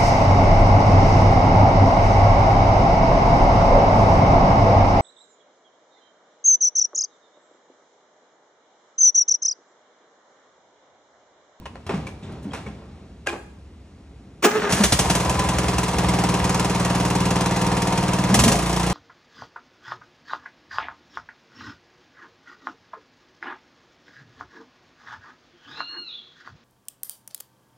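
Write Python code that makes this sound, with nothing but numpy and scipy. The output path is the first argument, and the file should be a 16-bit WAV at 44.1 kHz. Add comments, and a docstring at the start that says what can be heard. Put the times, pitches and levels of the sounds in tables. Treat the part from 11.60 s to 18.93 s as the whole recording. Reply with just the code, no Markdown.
"""First come soft clicks, bumps and rustles: a rider settles on a ride-on mower and works the controls.
The starter gear slams in and whines, and the one-cylinder engine catches with a few hard knocks.
Each firing puffs through the muffler and rattles the metal hood. The cold engine stumbles on every
other firing, settles to an idle, and near the end gulps air and jumps to higher revs.
We listen from the seat, with the echo of an open garage all around."""
import sys
import numpy as np
from scipy import signal
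from scipy.fft import rfft, irfft
from scipy.io import wavfile
from scipy.ndimage import uniform_filter1d

SR = 44100
rng = np.random.default_rng(int(sys.argv[2]) if len(sys.argv) > 2 else 0)


def store_wav(level_fs):
    """Save 16-bit WAV to argv[1]."""
    pcm = np.round(np.clip(np.atleast_2d(level_fs), -1, 1) * 32767)
    wavfile.write(sys.argv[1], SR, pcm.T.astype(np.int16))


N = 323253
TIME = np.arange(N) / SR
TAPS = 8192  # samples in one short sound or filter
HZ, AGE = np.fft.rfftfreq(TAPS, 1 / SR), np.arange(TAPS) / SR

# Tone colours: how strong the lows and highs of a sound are, compared with each other.
# quiet outdoor air (frequency [Hz], level [dB])
AIR_TONE = [(15, -49), (25, -34), (66, 4), (142, -21.5), (243, -13.5), (264, -14), (462, -24.5), (691, -34),
            (978, -36), (3090, -41.5), (8320, -49), (15000, -61)]
# clothes on the seat (frequency [Hz], level [dB])
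RUSTLE_TONE = [(30, -44), (80, 10.5), (200, 9.5), (400, -2), (900, -8.5), (1600, -18), (3500, -21.5),
               (8000, -34.5), (13000, -46)]
# a lever sliding in its slot (frequency [Hz], level [dB])
SCRAPE_TONE = [(500, -25), (1500, -11), (2570, 1), (2950, -6), (3200, 1), (3740, 2), (4400, -15),
               (8000, -13), (13000, -37)]
# the panel around the controls (frequency [Hz], level [dB])
PANEL_TONE = [(50, -9), (250, 8), (400, 8.5), (650, 4.5), (1000, 2.5), (1600, -3), (2600, -6),
              (4000, -12.5), (6500, -18.5), (9500, -21), (13000, -33), (15500, -22)]
# the starter gear's slam (frequency [Hz], level [dB])
SLAM_TONE = [(50, -45), (250, -4), (370, -2.5), (520, -6.5), (950, -14), (1200, -6.5), (1500, -15),
             (2500, -14.5), (4500, -23), (7000, -21), (13000, -33), (15500, -11)]
# the starter's grinding teeth (frequency [Hz], level [dB])
GRIND_TONE = [(50, -29), (200, 6.5), (280, -1), (390, 3), (550, 0), (900, -1), (1250, -3), (1700, -4),
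              (3000, -12.5), (4200, -16), (4800, -22), (5600, -19), (7500, -23), (13000, -41), (15500, -34)]
# rushing cooling air (frequency [Hz], level [dB])
FAN_TONE = [(25, -42), (55, -10), (110, -7), (180, -5.5), (270, -4.5), (600, -3.5), (850, -2.5),
            (1080, -3.5), (1500, -10.5), (2600, -13.5), (4800, -17), (6200, -22.5), (9000, -22),
            (13000, -30), (15500, -31)]
# the shaking engine block (frequency [Hz], level [dB])
BLOCK_TONE = [(100, -35.5), (220, 10.5), (300, 3.5), (390, 1), (450, 1), (560, 0.5), (720, 1), (860, -1),
              (1050, -3), (1250, -3), (1800, -16), (3000, -27), (8000, -75)]
# clean taps on the block (frequency [Hz], level [dB])
TAP_TONE = [(150, -39.5), (400, -2.5), (750, 7), (1100, -0.5), (1700, -8.5), (2500, -3), (4500, -15.5),
            (9000, -23), (15000, -38)]
# the rattling hood (frequency [Hz], level [dB])
CLATTER_TONE = [(60, -9), (300, -10), (900, 3.5), (1500, -7.5), (2200, -5.5), (3000, -7), (4800, -10.5),
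                (5400, -7), (6500, -7), (9000, -8.5), (13000, -15), (15500, -14)]
# knocks under a wide throttle (frequency [Hz], level [dB])
KNOCK_TONE = [(40, 6), (70, 17.5), (250, 11), (800, 5), (1400, 1.5), (2800, 3), (4500, 1.5), (6800, 3),
              (9500, 1.5), (13000, -2.5), (15500, -18)]
# the deep thud of a full cylinder firing (frequency [Hz], level [dB])
THUD_TONE = [(25, -35), (40, 5), (58, 26.5), (80, 21.5), (105, 10.5), (200, -50), (600, -50)]

# Resonances: the pitches at which a part likes to ring.
# the hollow footwell (pitch [Hz], width [Hz], boost [dB])
FOOTWELL_RINGS = [(425, 26, 2.5), (536, 45, 3.5), (764, 50, 4.5), (1050, 32, 4), (1500, 120, 2),
                  (2605, 42, 4), (2780, 40, 4.5), (3780, 130, 0)]
# the hood and fan housing (pitch [Hz], width [Hz], boost or cut [dB])
HOOD_RINGS = [(1772, 100, 2), (2130, 27, 0.5), (2580, 97, 2), (3360, 66, 1.5), (3880, 51, -4),
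              (5330, 190, 3), (6160, 150, 4), (6650, 130, 3), (7150, 40, -7), (8500, 90, 2)]
# the engine cover (pitch [Hz], width [Hz], relative level [dB])
COVER_RINGS = [(927, 30, -3), (1010, 46, 1)]
# the air intake pipe (pitch [Hz], width [Hz], relative level [dB])
INTAKE_RINGS = [(251, 42, 1), (418, 37, -0.5), (544, 89, -3), (696, 76, -0.5), (805, 51, -6)]
# the muffler and hood (pitch [Hz], width [Hz], relative level [dB])
MUFFLER_RINGS = [(79, 36, -6.5), (124.8, 18, 4.5), (181, 39.7, 4), (210, 8.3, -16), (299.6, 22, -10.5),
                 (345.6, 12.7, -8.5), (380, 29, -20), (511, 19, -10), (728, 114, -29)]
# the steel frame (pitch [Hz], relative level [dB], time to fade by 60 dB [s])
FRAME_RINGS = [(345, 3.5, 0.43), (830, -8, 0.44), (1660, -12, 0.3), (2500, -9.5, 0.42), (6196, -24, .2)]

# the garage's echo (frequency [Hz], time to fade by 60 dB [s])
ECHO_FADE = [(100, 0.72), (400, 0.67), (2500, 0.5), (7000, 0.58), (15000, 0.78)]
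# how alike the left and right echoes are (frequency [Hz], likeness [1 same, -1 or less opposite])
ECHO_LIKENESS = [(200, 1), (350, 0.66), (600, -0.51), (1200, 0.15), (2500, -0.081), (5000, -1.86),
                 (7000, 1), (14000, 1)]
# how far the left side runs ahead of the right (frequency [Hz], lead [radians])
LEFT_LEAD = [(1500, 0), (2500, .7), (3200, 1.7), (4000, 1.1), (4700, 2.2), (5600, .6), (7500, 1.4),
             (10000, 2.1), (12000, 2.85), (13500, 3.1)]

# the rider shifts on the seat (time [s], level [dB], hold [s])
SEAT_SHIFTS = [(0.268, -32.5, 0.1), (0.6, -37.5, 0.1), (0.806, -39, 0.27)]
# levers, pedal and seat click (time [s], level [dB], fade [s], tilt [dB per octave], bass cut [Hz])
CONTROL_CLICKS = [(.054, -32, 0.014, 0, 614), (0.152, -34.5, 0.011, -2.5, 500),
                  (.263, -37.5, 0.028, 2, 150), (.29, -25, 0.047, -1.7, 332), (0.341, -37, 0.029, 2, 150),
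                  (.465, -36, 0.023, 2.5, 300), (.692, -39.5, 0.075, -5, 150), (.72, -48, .005, 7, 800),
                  (.826, -45, .02, 9, 800), (.915, -43, .015, 0, 450), (.93, -29.5, 0.04, 1, 447),
                  (1.061, -35.5, 0.024, -0.5, 250), (1.218, -40, 0.012, -5, 150),
                  (1.661, -31, 0.014, 0.5, 150), (1.668, -19.5, 0.0062, 2.5, 200),
                  (1.683, -29, 0.023, 2, 200), (1.723, -28, 0.035, -2, 200)]
# dull bumps of the mower's body (time [s], level [dB], pitch [Hz])
BODY_BUMPS = [(.264, -28, 90), (.297, -38, 242), (.337, -17, 189.7), (.365, -19.5, 156), (.648, -31, 88.5),
              (.705, -28.5, 168), (.852, -25, 203), (.868, -26.5, 284), (.93, -37, 226),
              (1.075, -28.5, 205)]
# springs and rods ping (time [s], level [dB], pitch [Hz])
SPRING_PINGS = [(.019, -42, 970), (.058, -27.5, 940), (.056, -34, 2920), (.154, -42, 900),
                (.292, -30, 2590), (.469, -29, 2310), (.908, -41, 3260), (1.063, -35, 2240),
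                (1.67, -17.5, 1620), (1.684, -22, 2420)]

# the starter gear hits the engine's heavy flywheel (time [s], level [dB], rise [s], fade [s])
GEAR_SLAMS = [(2.822, -17, 0.0076, 0.012), (2.83, -5, 0.021, 0.011)]
# the flywheel rings from that hit (time [s], level [dB], pitch [Hz])
FLYWHEEL_RING = [(2.84, -13.5, 364)]
# starter speed, sagging as the piston squeezes the air (time [s], tooth rate [Hz])
STARTER_SPEED = [(2.83, 399), (2.9, 417.1), (2.966, 430), (3.02, 416.8), (3.07, 409.5), (3.13, 409.4),
                 (3.17, 433.6), (3.22, 396.5), (3.4, 370)]
# the tones of its whine (multiple of the tooth rate, relative level [dB], hold [s])
WHINE_TONES = [(1, 0.5, 0.15), (2, -5.5, 0.052), (3, -8.5, 0.206), (4, -14, 0.31)]

# how fast the engine runs (time [s], rate [firings per second])
ENGINE_SPEED = [(3.122, 7.1), (3.3, 12.28), (3.45, 18.9), (3.7, 21.2), (4.0, 20.47), (4.35, 19.58),
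                (4.6, 19.81), (4.8, 19.45), (5.2, 19.85), (5.7, 19.56), (6.2, 19.33), (6.65, 18.87),
                (6.8, 20.99), (6.93, 27.42), (7.08, 29.1), (7.33, 29.75)]
# how hard it works (time [s], strength [dB])
ENGINE_EFFORT = [(3.3, -3), (4.1, -1.5), (4.28, -3.5), (4.42, 1), (5.1, -1.3), (5.7, 0), (6.85, -0.5),
                 (7, -3.5), (7.33, -2)]
# the throttle opens wide at the start and again for the higher revs (time [s], opening [0-1])
THROTTLE_OPENING = [(3.12, 0.44), (3.25, 0.93), (3.39, 0.6), (3.5, 0.45), (3.6, 0.14), (6.695, 0),
                    (6.712, 0.82), (6.87, 0.57), (6.91, 0.45), (6.95, 0.08)]
# spans in which every other firing fails (start [s], end [s])
STUMBLE_SPANS = [(3.42, 3.48), (3.63, 4.16), (4.31, 4.46), (4.77, 4.81)]
# the flywheel's hum (multiple of the firing rate, level [dB], flutter depth [0-1], flutter speed [Hz])
HUM_TONES = [(15, -40, .15, 5), (16, -41, .15, 5), (18, -37, .1, 5), (20, -41, .15, 5), (24, -45, .2, 6),
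             (26, -41, .2, 6), (37, -44, .4, 10)]
# the crankshaft shakes the deck (multiple of the firing rate, level at full revs [dB])
SHAKE_TONES = [(2, -29.5), (5, -33), (6, -35.5), (7, -39), (8, -40), (11, -36.5), (12, -41.5), (24, -42),
               (28, -44), (31, -50)]
# the intake's growl (multiple of the firing rate, level at full throttle [dB])
GROWL_TONES = [(3, -38), (6, -24), (10, -12.5), (11, -21), (17, -31), (24, -39)]
# piston tap, then exhaust valve tap (delay after firing [s], level [dB], change if it fails [dB])
CYCLE_TAPS = [(.0016, -4.5, -16), (0.0116, -7, 5.5)]
# the cold piston's hardest knocks (time [s], level [dB])
PISTON_KNOCKS = [(3.5508, -20), (3.6942, -19), (3.7922, -19.5), (3.984, -18), (4.0821, -30), (4.183, -17.5),
                 (4.3839, -19), (4.8947, -21), (4.9953, -18.5), (5.248, -20.5), (5.552, -26), (5.655, -41),
                 (5.7073, -22), (5.8077, -23), (5.86, -22), (6.2193, -22), (6.324, -27), (6.5335, -22)]
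# single coughs through the intake (time [s], level [dB], pitch [Hz])
INTAKE_COUGHS = [(3.199, -9, 207), (6.715, -21.5, 129.5), (6.765, -19, 130), (6.853, -18, 226)]

IDLE_RATE, FULL_RATE = 19.6, 29  # firings per second
CHOKE_OFF_S = 4.35  # until then the choke, a cold-start flap, muffles the engine
INTAKE_TURN = 0.79  # how far through each cycle the engine breathes in


def amp(db):
    """Turns decibels into a number to multiply by."""
    return 10 ** (np.asarray(db) / 20)


def evened(x):
    """Scales a signal to an average power of 1."""
    return x / np.sqrt(np.mean(x ** 2) + 1e-20)


def noise(count=N):
    """White noise: a plain, even hiss."""
    return rng.standard_normal(count)


def wobble(samples):
    """A random drift; more samples make it slower."""
    return evened(uniform_filter1d(noise(), size=samples))


def contacts(per_s=9000, count=N):
    """A gritty stream of tiny metal hits."""
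    return evened(noise(count) * (rng.random(count) < per_s / SR))


def read(points, hz=HZ):
    """Joins the points of a frequency table, with each octave equally wide."""
    f, value = np.transpose(points)
    return np.interp(np.log(hz + 1), np.log(f + 1), value)


def curve(rows, t=TIME):
    """The value of a time table at the moments t."""
    return np.interp(t, *np.transpose(rows))


def add(mix, s, sound):
    """Mixes a sound in at second s."""
    part = mix[max(round(s * SR), 0):][:len(sound)]
    part += sound[:len(part)]


def through(x, response):
    """Plays x through a filter, keeping the scene's length."""
    return signal.oaconvolve(x, response)[:N]


def peaks(rings):
    """A tone colour in dB that lets little through between its resonances."""
    power = sum(amp(db) ** 2 / (1 + (2 * (HZ - hz) / width) ** 2) ** 2 for hz, width, db in rings)
    return 10 * np.log10(power)


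def lift(rings):
    """The dB that resonances add to a tone colour."""
    return sum(db / (1 + (2 * (HZ - hz) / width) ** 2) for hz, width, db in rings)


def body(db):
    """A filter: how an object with this tone colour answers one tap, scaled to energy 1."""
    log_gain = np.log(amp(np.maximum(db - db.max(), -100)))
    mirrored = np.r_[log_gain, log_gain[-2:0:-1]]
    response = irfft(np.exp(np.conj(signal.hilbert(mirrored)))[:len(HZ)])  # no ring before the tap
    return response / np.linalg.norm(response)


def metal(tone, ripple_db, extra_db=0):
    """A sheet-metal filter: a tone colour, the hood's resonances and many weak ones in the treble."""
    weak = evened(uniform_filter1d(uniform_filter1d(noise(len(HZ)), size=9), size=7))
    return body(read(tone) + lift(HOOD_RINGS) + extra_db + ripple_db * weak * HZ / (HZ + 1200))


def swell(rise, fade):
    """The shape of one hit: a smooth rise to 1, then a fade (both in seconds)."""
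    attack = np.sin(np.pi / 2 * np.minimum(AGE / rise, 1)) ** 2
    return attack * np.exp(-np.maximum(AGE - rise, 0) / fade)


def envelope(start, rise, hold, fade):
    """A loudness shape placed in the scene: rise, hold, fade (all in seconds)."""
    age = TIME - start
    return np.clip(age / rise, 0, 1) * np.exp(-np.maximum(age - rise - hold, 0) / fade)


def pulses(times, sizes):
    """One sharp tick at each moment."""
    out = np.zeros(N)
    for s, size in zip(times, sizes):
        add(out, s, np.array([size]))
    return out


def rattles(rows):
    """Each blow is a short burst of noise, like many small metal hits."""
    out = np.zeros(N)
    for s, db, rise, fade in rows:
        add(out, s, amp(db) * swell(rise, fade) * noise(TAPS))
    return out


def booms(rows, rise, fade):
    """Each push makes a part ring briefly at one pitch."""
    out = np.zeros(N)
    for s, db, hz in rows:
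        add(out, s, amp(db) * swell(rise, fade) * np.sin(2 * np.pi * hz * AGE))
    return out


def outdoor_air(level_db=-44):
    """A faint, steady rumble from outside."""
    return amp(level_db) * through(noise(), body(read(AIR_TONE)))


def garage(x, echoes_per_s=3000, escape_hz=330):
    """The walls send back many small echoes, while the bass escapes through the open door."""
    echoes = rng.choice([-1., 1.], (2, SR // 2)) * (rng.random((2, SR // 2)) < echoes_per_s / SR)
    echoes[:, :SR // 300] = 0  # the trip to the nearest wall and back
    hz, t, bands = signal.stft(echoes, SR, nperseg=256)
    like = np.clip(read(ECHO_LIKENESS, hz), -1, 1)[:, None]
    shared, opposed = np.sqrt((1 + like) / 2) * bands[0], np.sqrt((1 - like) / 2) * bands[1]
    near_walls = 1 + 3.6 * np.exp(-t / 0.0057)
    open_door = (hz ** 2 / (hz ** 2 + escape_hz ** 2))[:, None]
    fade = np.exp(-np.log(1000) * t / read(ECHO_FADE, hz)[:, None])
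    sides = np.array([shared + opposed, shared - opposed]) * near_walls * open_door * fade
    tails = signal.istft(sides, SR, nperseg=256)[1]
    return np.array([through(x, tail / np.linalg.norm(tail)) for tail in tails])


def rustle(rise=0.047, fade=0.12, fidget_db=-46.5, still_db=-51):
    """Clothes rub on the seat with each shift of weight, then fall almost still."""
    moves = [amp(db) * envelope(s, rise, hold, fade) for s, db, hold in SEAT_SHIFTS]
    fidget = amp(fidget_db) * envelope(-rise, rise, hold=1.45, fade=fade)
    level = np.sqrt(sum(move ** 2 for move in moves) + fidget ** 2 + amp(still_db) ** 2)
    return level * through(noise(), body(read(RUSTLE_TONE)))


def scrape(start=0.622, level_db=-49, rise=0.0099, fade=0.045):
    """A lever slides along its slot with a short, thin rasp."""
    return through(rattles([(start, level_db, rise, fade)]), body(read(SCRAPE_TONE)))


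def clicks(rise=0.0043):
    """The controls snap against a metal panel, and the footwell rings with it."""
    out = np.zeros(N)
    for s, db, fade, tilt_db, cut_hz in CONTROL_CLICKS:
        hollow_db = lift(FOOTWELL_RINGS) - 10 * np.log10(1 + (cut_hz / (HZ + 1)) ** 4)
        tone = [(hz, level + tilt_db * np.log2(hz)) for hz, level in PANEL_TONE]
        panel = metal(tone, ripple_db=2, extra_db=hollow_db)
        snap = swell(rise, fade) * contacts(per_s=4000, count=TAPS)
        add(out, s, amp(db) * signal.fftconvolve(snap, panel))
    return out


def latch(start=1.68, level_db=-31):
    """The pedal locks in place and the steel frame rings."""
    out, t = np.zeros(N), np.arange(SR) / SR
    for hz, db, ring_s in FRAME_RINGS:
        fade = np.exp(-np.log(1000) * t / ring_s)
        add(out, start, amp(level_db + db) * fade * np.sin(2 * np.pi * hz * t))
    return out


def rider():
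    """The rider settles and works the controls, bumping the mower and making its springs ping."""
    bumps = booms(BODY_BUMPS, rise=0.0044, fade=0.021)
    pings = booms(SPRING_PINGS, rise=0.0046, fade=0.0035)
    return bumps + pings + rustle() + scrape() + clicks() + latch()


def starter(start=2.83, rise=0.038, whine_db=-26.5, grind_db=-27.5, strokes_per_s=10.04):
    """A small gear slams into the flywheel, grinds, and whines louder with each piston stroke."""
    tooth_hz = curve(STARTER_SPEED) * (1 + 0.0117 * wobble(300))
    angle = 2 * np.pi * np.cumsum(tooth_hz) / SR
    whine = sum(amp(db) * np.sin(multiple * angle) * envelope(start, rise, hold, fade=0.055)
                for multiple, db, hold in WHINE_TONES)
    surge_db = 8.5 * np.cos(2 * np.pi * strokes_per_s * (TIME - start - rise))
    grind = through(noise() * (1 + 0.94 * np.cos(angle)), metal(GRIND_TONE, ripple_db=2.5))
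    grind *= amp(grind_db + 3 * wobble(500)) * envelope(start, rise, hold=0.38, fade=0.014)
    slam = through(rattles(GEAR_SLAMS), metal(SLAM_TONE, ripple_db=1))
    ring = booms(FLYWHEEL_RING, rise=0.023, fade=0.012)
    return slam + ring + amp(whine_db + surge_db) * whine + grind


def cycles_done():
    """Counts engine cycles at every sample; one cycle is one firing and two turns of the shaft."""
    return np.cumsum(curve(ENGINE_SPEED) * (TIME >= ENGINE_SPEED[0][0])) / SR


def up_to_speed():
    """0 while the engine catches, 1 from idle upwards."""
    return np.clip(2 * curve(ENGINE_SPEED) / IDLE_RATE - 1, 0, 1)


def throttle(t):
    """How far the throttle is open at the moments t."""
    return curve(THROTTLE_OPENING, t)


def breathing(depth):
    """A level that swells each time the engine draws in air."""
    return 1 + depth * np.cos(2 * np.pi * (cycles_done() - INTAKE_TURN))


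def firings(misfire_db=-1.5, rebound_db=0.5):
    """Each firing's time, cycle length, failure (0 or 1) and strength; the one after a miss is harder."""
    cycles = cycles_done()
    times = TIME[np.searchsorted(cycles, np.arange(cycles[-1]), side="right")]
    failed = np.zeros(len(times))
    for start, end in STUMBLE_SPANS:
        failed[np.flatnonzero((times > start) & (times < end))[::2]] = 1
    strength_db = curve(ENGINE_EFFORT, times) + misfire_db * failed + rebound_db * np.roll(failed, 1)
    return times, 1 / curve(ENGINE_SPEED, times), failed, strength_db


def cam_gear(teeth=48, level_db=-28.5, rattle_share=0.35):
    """The gear that drives the valves rattles, and sings when its tooth rate meets a cover resonance."""
    tooth_tone = np.cos(2 * np.pi * teeth * cycles_done() + 0.43 * wobble(900))
    cover = body(peaks(COVER_RINGS))
    singing = through(tooth_tone, cover) / abs(rfft(cover)).max()
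    return amp(level_db) * (singing + rattle_share * through(noise(), cover)) * up_to_speed()


def flywheel_hum():
    """The flywheel and its fins hum with fluttering tones that follow the speed."""
    angle = 2 * np.pi * cycles_done()
    out = np.zeros(N)
    for multiple, db, flutter, flutter_hz in HUM_TONES:
        smooth = signal.butter(2, flutter_hz, fs=SR, output="sos")
        waver = evened(signal.sosfilt(smooth, noise())) + 1j * evened(signal.sosfilt(smooth, noise()))
        out += amp(db) * ((1 + flutter * waver) * np.exp(1j * multiple * angle)).real
    return out * amp(curve(ENGINE_EFFORT)) * up_to_speed()


def deck_shake(peak_turn=0.278, steepness=6):
    """The unbalanced crankshaft shakes the deck, far more at high revs."""
    angle = 2 * np.pi * (cycles_done() - peak_turn)
    shake = sum(amp(db) * np.cos(multiple * angle) for multiple, db in SHAKE_TONES)
    return shake * (curve(ENGINE_SPEED) / FULL_RATE) ** steepness * up_to_speed()


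def fan(times, level_db=-28.5, throb=0.42):
    """Cooling air rushes through its housing, building up to idle, a little harder after each firing."""
    push = through(pulses(times, np.ones(len(times))), swell(0.015, 0.0024))
    fade_in = np.clip((TIME - times[0]) / 0.038, 0, 1)
    spin_up = np.minimum(curve(ENGINE_SPEED) / IDLE_RATE, 1) ** 1.8
    level = amp(level_db + 0.38 * curve(ENGINE_EFFORT) + 3 * throttle(TIME))
    rush = noise() * (1 + throb * (push - push.mean()))
    return fade_in * spin_up * level * through(rush, metal(FAN_TONE, ripple_db=-1.05))


def block_drone(level_db=-30, even_db=5.5, throb=0.35, size=2048):
    """The engine block shakes the same way in every cycle, hardest just after the firing."""
    cycles, multiple = cycles_done(), np.arange(size // 2 + 1)
    levels = amp(even_db * (multiple % 2 == 0)) * (multiple > 0)  # each turn shakes it: two a cycle
    one_cycle = irfft(levels * np.exp(2j * np.pi * rng.random(len(multiple))))
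    shake = np.interp(cycles % 1 * size, np.arange(size), one_cycle)
    shake *= 1 + throb * np.sin(2 * np.pi * cycles + np.pi / 4)
    drone = evened(through(shake, body(read(BLOCK_TONE)))[TIME > ENGINE_SPEED[0][0]])
    level = amp(level_db + 0.71 * curve(ENGINE_EFFORT)) * up_to_speed()
    return level * np.pad(drone, (N - len(drone), 0))


def engine_taps(times, periods, failed, strength_db, jitter_s=0.00008, uneven_db=1.5):
    """The piston and the exhaust valve each tap the block cleanly once a cycle."""
    softening = np.minimum(IDLE_RATE * periods, 1)  # lighter taps above idle
    strikes = np.zeros(N)
    for delay, db, failed_db in CYCLE_TAPS:
        moments = times + delay + jitter_s * noise(len(times))
        tap_db = db + 0.75 * strength_db + failed_db * failed + uneven_db * noise(len(times))
        strikes += pulses(moments, amp(tap_db) * softening)
    return through(strikes, metal(TAP_TONE, ripple_db=1.5))


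def clatter(times, periods, failed, strength_db, level_db=-21.5, valve_db=-10, valve_turn=0.6):
    """Piston and valves rattle the hood at each firing, less when it fails; a valve ticks again later."""
    sizes = amp(level_db + 0.9 * strength_db - 3 * failed + 1.7 * noise(len(times)))
    blow_shape = (swell(0.0013, 0.0046) + swell(0.0047, 0.011)) / 2  # a sharp hit and a softer tail
    blows = through(pulses(times - 0.0013, sizes), blow_shape)
    tick_sizes = sizes * amp(valve_db + 1.4 * noise(len(times)))
    ticks = through(pulses(times + valve_turn * periods, tick_sizes), swell(0.0028, 0.0043))
    hood = metal(CLATTER_TONE, ripple_db=2)
    knocks = rattles([(s, db, 0.0018, 0.0049) for s, db in PISTON_KNOCKS])
    return through(blows * contacts() + ticks * contacts() + knocks, hood)


def intake_growl():
    """With the choke off, the intake growls as the throttle opens, swelling with each breath."""
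    cycles = cycles_done()
    tone = sum(amp(db) * np.sin(2 * np.pi * multiple * cycles) for multiple, db in GROWL_TONES)
    return tone * breathing(depth=0.56) * throttle(TIME) ** 2.8 * (TIME > CHOKE_OFF_S)


def intake_bark(level_db=-25.5, spit_s=6.8722, spit_db=-8):
    """As the revs climb, gulped air rings the intake pipe and the carburettor spits back once."""
    gulp = through(noise() * breathing(depth=0.5), body(peaks(INTAKE_RINGS)))
    out = amp(level_db) * gulp * envelope(start=6.835, rise=0.032, hold=0.079, fade=0.045)
    add(out, spit_s, -amp(spit_db) * swell(rise=0.001, fade=0.0006))
    return out


def straining(times, failed, knock_db=-9, hiss_db=-25.5):
    """The engine catches with a hiss; under a wide throttle its firings knock and the intake coughs."""
    sizes = amp(knock_db) * throttle(times) * (1 - failed)
    blows = through(pulses(times - 0.0019, sizes), swell(rise=0.0057, fade=0.015))
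    hiss = amp(hiss_db) * envelope(start=3.088, rise=0.024, hold=0, fade=0.31)
    knocks = through(blows * noise() + hiss * noise(), metal(KNOCK_TONE, ripple_db=-0.5))
    return knocks + booms(INTAKE_COUGHS, rise=0.011, fade=0.027)


def exhaust(times, failed, strength_db, delay=0.00624, puff_db=11.5, chuff_db=8.5, pop_db=-26):
    """Each firing puffs through the muffler and thuds; a good one pops, a failed one chuffs late."""
    doublings = np.maximum(np.log2(curve(ENGINE_SPEED, times) / IDLE_RATE), 0)
    charge = amp(strength_db - 7.5 * doublings + 0.68 * noise(len(times)))  # quicker puffs are smaller
    choke_db = np.where(times < CHOKE_OFF_S, -1, 0)
    bass_cut_db = -10 * np.log10(1 + (50 / (HZ + 1)) ** 8)
    muffler = body(peaks(MUFFLER_RINGS) + bass_cut_db)
    puffs = through(pulses(times + delay, charge * amp(puff_db + choke_db)), muffler)
    thuds = pulses(times + delay, charge * amp(13 * throttle(times)))
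    chuffs = pulses(times + 0.019, failed * (1 - throttle(times)) * amp(chuff_db))  # unburnt fuel and air
    crests = pulses(times + 0.00853, amp(pop_db + strength_db) * (1 - failed))
    pops = through(crests, swell(rise=0.0014, fade=0.00025))
    return pops - puffs - through(thuds + chuffs, body(read(THUD_TONE)))


def scene(direct_db=0.05, echo_db=-6):
    """Rider, starter and engine in the garage, over quiet outdoor air."""
    times, periods, failed, strength_db = firings()
    engine = exhaust(times, failed, strength_db) + block_drone()
    engine += clatter(times, periods, failed, strength_db) + fan(times) + flywheel_hum() + deck_shake()
    engine += engine_taps(times, periods, failed, strength_db) + cam_gear()
    mix = outdoor_air() + rider() + starter() + engine
    mix += straining(times, failed) + intake_growl() + intake_bark()
    return amp(direct_db) * mix + amp(echo_db) * garage(mix)


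def record(dry, ceiling=0.88, lowest_hz=42, highest_hz=15750):
    """Trims the deep bass, puts left and right treble out of step, rounds the peaks and trims the top."""
    hz = np.fft.rfftfreq(N, 1 / SR)
    lead = read(LEFT_LEAD, hz)
    low_cut = hz ** 2 / np.sqrt(hz ** 4 + lowest_hz ** 4)
    sides = irfft(rfft(dry) * low_cut * np.exp(0.5j * np.array([lead, -lead])), N)
    rounded = sides / (1 + (sides / ceiling) ** 6) ** (1 / 6)
    high_cut = signal.firwin(511, highest_hz, window=("kaiser", 9), fs=SR)
    return signal.oaconvolve(rounded, high_cut[None], "same")


dry = scene()
out = record(dry)
store_wav(out)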